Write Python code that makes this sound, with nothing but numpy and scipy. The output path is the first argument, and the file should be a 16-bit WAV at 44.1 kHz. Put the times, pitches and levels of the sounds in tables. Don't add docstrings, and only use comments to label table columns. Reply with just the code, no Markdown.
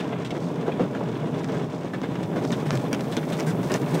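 import sys
import numpy as np
from scipy import signal
from scipy.fft import rfft, irfft, next_fast_len
from scipy.io import wavfile
from scipy.ndimage import map_coordinates

SR = 44100
rng = np.random.default_rng(int(sys.argv[2]) if len(sys.argv) > 2 else 0)


def waveform_to_disk(signal):
    frames = np.transpose(np.atleast_2d(signal))
    scaled = np.clip(frames, -1, 1) * 32767
    samples = np.round(scaled).astype(np.int16)
    wavfile.write(sys.argv[1], SR, samples)


N = 176400
TIME_S = np.arange(N) / SR

# freq_hz, relative_db
DRUM_SPECTRUM = [(90, -49.5), (190, -6.5), (245, 0.5), (310, -3), (365, -5), (425, -2.5), (535, -10.5),
                 (595, -6.5), (660, -12), (950, -15.5), (1300, -27.5), (3000, -54.5)]
PATTER_SPECTRUM = [(100, -34.5), (350, 10), (750, -1.5), (980, 13.5), (1180, 8.5), (1500, 8), (2300, 2.5),
                   (2800, -1), (3600, -1), (4500, -16.5), (8000, -18.5), (16000, -63.5)]
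SPRAY_SPECTRUM = [(1000, -35.5), (3400, -1), (4600, 1.5), (5850, 1.5), (7400, -4), (8400, -1.5),
                  (10000, -10.5), (12500, -13), (15500, -18.5)]


def amp(db):
    return 10 ** (np.asarray(db) / 20)


def unit(x):
    return x / np.sqrt(np.mean(x ** 2) + 1e-20)


def along(points, hz):
    freqs_hz, values = np.transpose(points)
    return np.interp(np.log(hz + 1), np.log(freqs_hz + 1), values)


def curve(points):
    return np.interp(TIME_S, *np.transpose(points))


def wobble(knots_per_s):
    return map_coordinates(rng.standard_normal(1024), [TIME_S * knots_per_s], mode="mirror")


def add(track, start_s, x):
    part = track[max(0, round(start_s * SR)):][:len(x)]
    part += x[:len(part)]


def colour(x, spectrum, tilt_db_per_octave=0, size=8192):
    hz = np.fft.rfftfreq(size, 1 / SR)
    gain_db = along(spectrum, hz) + tilt_db_per_octave * np.log2(1 + hz / 1000)
    cepstrum = irfft(np.log(amp(gain_db)))
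    cepstrum[1:size // 2] *= 2
    cepstrum[size // 2 + 1:] = 0
    response = irfft(np.exp(rfft(cepstrum)))
    return signal.fftconvolve(x, response)[:len(x)]


def cabin(x, wet, size=4096):
    # freq_hz, t60_s
    decay_times = [(150, 0.067), (1000, 0.062), (4000, 0.073), (14000, 0.023)]
    hz, t, noise = signal.stft(rng.standard_normal(size), SR, nperseg=128)
    decay = amp(-60 * t / along(decay_times, hz)[:, None])
    tail = signal.istft(noise * decay, SR, nperseg=128)[1]
    return x + wet * signal.fftconvolve(x, tail / np.linalg.norm(tail))[:len(x)]


def impacts(n, rate_per_s, spread_db):
    sizes = amp(spread_db * np.clip(rng.standard_normal(n), -2, 2)) * rng.choice([-1, 1], n)
    return sizes * (rng.random(n) < rate_per_s / SR)


def shower(spectrum, rate_per_s, spread_db, wet, mist, parts=6):
    droplets = sum(cabin(impacts(N, rate_per_s / parts, spread_db), wet) for _ in range(parts))
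    return unit(colour(unit(droplets) + mist * rng.standard_normal(N), spectrum))


def wash():
    # freq_hz, relative_db
    boom_spectrum = [(25, -40.5), (45, -35), (72, -20), (92, -22.5), (108, -8), (124, 0.5), (138, -1.5),
                     (158, 3), (180, 1), (205, -9), (300, -20), (600, -50.5)]
    # time_s, relative_db
    boom_levels = [(0, -35.5), (1.55, -33), (1.75, -35.5), (2.1, -31), (2.7, -32.5), (3.1, -32.5), (4, -31)]
    drum_levels = [(0, -29.5), (.25, -34.5), (.4, -30.5), (1.05, -30.5), (1.55, -31), (1.78, -32.5),
                   (2.2, -32), (2.42, -27.5), (2.6, -30), (3.3, -29.5), (4, -30)]
    patter_levels = [(0, -41.5), (1.0, -41.5), (1.8, -43), (2.6, -41.5), (3.0, -41.5), (3.4, -40.5),
                     (3.85, -40.5), (4, -34)]
    spray_levels = [(0, -51), (.2, -56), (.42, -46), (.6, -55), (1.7, -52), (2.33, -56.5), (2.5, -41.5),
                    (2.62, -54.5), (2.76, -43.5), (2.88, -54.5), (3.0, -49), (3.38, -45), (3.6, -51),
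                    (3.74, -37), (3.83, -52.5), (4, -42)]
    surge_db = 2 * wobble(30.36)
    boom = unit(colour(rng.standard_normal(N), boom_spectrum))
    boom *= amp(curve(boom_levels) + 1.4)
    drum = shower(DRUM_SPECTRUM, rate_per_s=1100, spread_db=5.5, wet=0.97, mist=0.67)
    drum *= amp(curve(drum_levels) + 0.5 * surge_db)
    patter = shower(PATTER_SPECTRUM, rate_per_s=450, spread_db=3, wet=1.0, mist=0.74)
    flutter_db = -0.5 * wobble(34)
    patter *= amp(curve(patter_levels) - 2 + surge_db + flutter_db)
    spray = shower(SPRAY_SPECTRUM, rate_per_s=380, spread_db=7, wet=1.0, mist=0.72)
    spray *= amp(curve(spray_levels) - 5 + surge_db)
    return boom + drum + patter + spray


def throbs(sigma_s=0.022, gain_db=-3):
    # centre_s, relative_db, pitch_hz
    swells = [(.46, -22, 165), (.83, -19, 175.2), (2.25, -20, 168), (2.38, -24, 175), (2.5, -26, 170),
              (2.7, -18, 150), (2.768, -17.5, 135), (3.485, -16.5, 160), (3.57, -22, 165), (3.84, -22, 145),
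              (3.96, -15, 160)]
    out = np.zeros(N)
    for centre_s, relative_db, pitch_hz in swells:
        phase = 2 * np.pi * (pitch_hz * TIME_S + rng.random()) + 0.5 * wobble(50)
        envelope = np.exp(-0.5 * ((TIME_S - centre_s) / sigma_s) ** 2)
        out += amp(relative_db + gain_db) * envelope * np.sin(phase)
    return out


def thuds(half_band_octaves=0.74, hold_s=0.0082, gain_db=-9.5, size=16384):
    # start_s, relative_db, pitch_hz, t60_s
    slaps = [(.13, -23, 588, 0.099), (0.321, -18, 340, 0.26), (.681, -11.5, 386, 0.11),
             (.796, -12, 494, 0.045), (.808, -11, 295, 0.21), (1.008, -17, 419, .11),
             (1.554, -18, 230, 0.077), (1.846, -17.5, 390, 0.073), (2.367, -15.5, 302, 0.15),
             (2.42, -19, 258, 0.13), (2.728, -13, 247, 0.14), (2.928, -15, 278, 0.27),
             (3.168, -15, 326, 0.19), (3.398, -21, 454, 0.57), (3.548, -21.5, 394, .08),
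             (3.591, -16.5, 290, 0.031), (3.649, -18.5, 340, 0.067), (3.717, -15.5, 401, 0.088),
             (3.743, -14, 440, 0.077), (3.82, -18.5, 328, 0.11), (3.935, -15, 366, 0.4)]
    out, t = np.zeros(N), np.arange(size) / SR
    kick = 11.5 * (t == 0)
    for start_s, relative_db, pitch_hz, t60_s in slaps:
        band_hz = [pitch_hz / 2 ** half_band_octaves, pitch_hz * 2 ** half_band_octaves]
        panel = signal.butter(2, band_hz, "band", fs=SR, output="sos")
        envelope = amp(-60 * np.maximum(t - hold_s, 0) / t60_s)
        cluster = signal.sosfilt(panel, kick + rng.standard_normal(size) * envelope)
        main_mode = np.sin(2 * np.pi * pitch_hz * t) * envelope
        ring = unit(cluster) + 0.75 * unit(main_mode)
        ring *= np.linalg.norm(envelope) / np.linalg.norm(ring)
        add(out, start_s, amp(relative_db + gain_db) * ring)
    return out


def splashes(rise_s=0.00061, fall_s=0.0054, knock_db=3, size=8192):
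    # start_s, length_s, body_db, fizz_db, pitch_hz
    splats = [(0, 0.016, -30.5, -42, 2170), (0.123, 0.02, -33, -56, 2150), (0.247, 0.045, -36.5, -43, 2980),
              (0.304, 0.017, -32.5, -40.5, 3300), (0.347, 0.048, -39, -63, 1290),
              (0.663, 0.042, -37.5, -53, 1500), (0.718, 0.011, -33, -50, 2480),
              (0.8, 0.077, -37.5, -49.5, 1280), (0.946, 0.068, -36.5, -52, 1560),
              (1.153, 0.015, -39, -54, 3400), (1.434, 0.022, -38.5, -50, 2060),
              (1.486, 0.03, -40.5, -49.5, 3000), (1.539, 0.044, -37.5, -63, 1600),
              (1.933, 0.026, -29.5, -46, 1520), (2.031, 0.019, -33.5, -48, 1500),
              (2.228, 0.02, -39, -44.5, 3020), (2.357, 0.066, -35.5, -47.5, 870),
              (2.522, 0.027, -29.5, -39, 3330), (2.656, 0.062, -40, -46.5, 1740),
              (2.714, 0.088, -34.5, -45, 1190), (2.927, 0.028, -31.5, -42, 2600),
              (3.12, 0.03, -35, -42.5, 3230), (3.169, 0.024, -31, -43, 3300),
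              (3.229, 0.016, -35, -55, 1900), (3.318, 0.045, -34, -45, 3740),
              (3.386, 0.038, -35, -42, 2230), (3.465, 0.075, -34.5, -41, 1850),
              (3.697, 0.063, -30, -59, 1400), (3.738, 0.052, -30.5, -43, 1420),
              (3.94, 0.033, -40.5, -38, 2360)]
    out, t = np.zeros(N), np.arange(size) / SR
    for start_s, length_s, body_db, fizz_db, pitch_hz in splats:
        attack = 1 - np.exp(-t / rise_s)
        release = np.exp(-np.maximum(t - 0.6 * length_s, 0) / fall_s)
        envelope = attack * np.exp(-1.42 * t / length_s) * release
        droplets = unit(impacts(size, rate_per_s=800, spread_db=3))
        mist = 0.42 * rng.standard_normal(size)
        swarm = cabin(envelope * (droplets + mist), wet=0.96)
        patter = unit(colour(swarm, PATTER_SPECTRUM))
        ring = unit(signal.lfilter(*signal.iirpeak(pitch_hz, Q=3.5, fs=SR), patter))
        knock = amp(knock_db) * unit(colour(swarm, DRUM_SPECTRUM))
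        body = unit(patter + 0.55 * ring) + knock
        fizz = unit(colour(swarm, SPRAY_SPECTRUM))
        splash = amp(body_db) * body + amp(fizz_db) * fizz
        add(out, start_s, splash * np.sqrt(np.mean(envelope ** 2)) / envelope.max())
    return out


def hard_drops(gain_db=11.5, size=4096):
    # freq_hz, relative_db
    glass_spectrum = [(50, -67), (250, 15), (800, 9), (1400, 6), (2600, 3), (4500, -4.5), (6300, -2.5),
                      (9000, -14.5), (15500, -29)]
    # start_s, relative_db, tilt_db_per_octave, breakup_s
    hits = [(.044, -26.5, -2.5, .004), (.367, -29, -2, .002), (1.445, -24, 1, .0001),
            (1.781, -27, -2, .001), (2.017, -18, -4.5, 0.00073), (2.155, -15.5, -6.5, .004),
            (2.188, -26, -5, .002), (2.451, -19, -1.5, .0008), (2.506, -18.5, -4, 0.0028),
            (2.52, -22, 2, 0.00041), (2.528, -27, -5, 0.0011), (2.707, -10.5, -7.5, 0.00035),
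            (2.754, -21, 1.5, 0.0022), (2.774, -22.5, 3, 0.0016), (2.93, -15, 3, 0.0012),
            (2.947, -19.5, 1, 0.0024), (3.008, -19.5, -0.5, 0.0026), (3.168, -14.5, 2, 0.0021),
            (3.399, -19.5, 2, 0.0012), (3.406, -21, -1, .001), (3.631, -21, -2, .003),
            (3.719, -18.5, 3, 0.00079), (3.741, -16, 4, 0.0009), (3.885, -26, 1, 0.0028)]
    out, t = np.zeros(N), np.arange(size) / SR
    snap = t == 0
    for start_s, relative_db, tilt_db_per_octave, breakup_s in hits:
        crackle = 0.4 * rng.standard_normal(size) * np.exp(-t / breakup_s)
        crack = colour(cabin(snap + crackle, wet=0.3), glass_spectrum, tilt_db_per_octave)
        add(out, start_s, amp(relative_db + gain_db) * crack / np.linalg.norm(crack))
    return out


def scene(shelf_hz=8700):
    # time_s, gain_db
    shelf_gains = [(0, -6), (2.1, -7), (2.74, -0.5), (3.3, 1.5), (4, 3)]
    water = wash() + splashes() + hard_drops() + thuds() + throbs()
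    treble = signal.sosfiltfilt(signal.butter(3, shelf_hz, "high", fs=SR, output="sos"), water)
    return (water + treble * (amp(curve(shelf_gains)) - 1))[None]


def record(dry):
    cutoff_hz = 15800
    size = next_fast_len(N + SR // 2)
    passband = np.fft.rfftfreq(size, 1 / SR) < cutoff_hz
    return irfft(rfft(dry, size) * passband, size)[..., :N]


dry = scene()
out = record(dry)
waveform_to_disk(out)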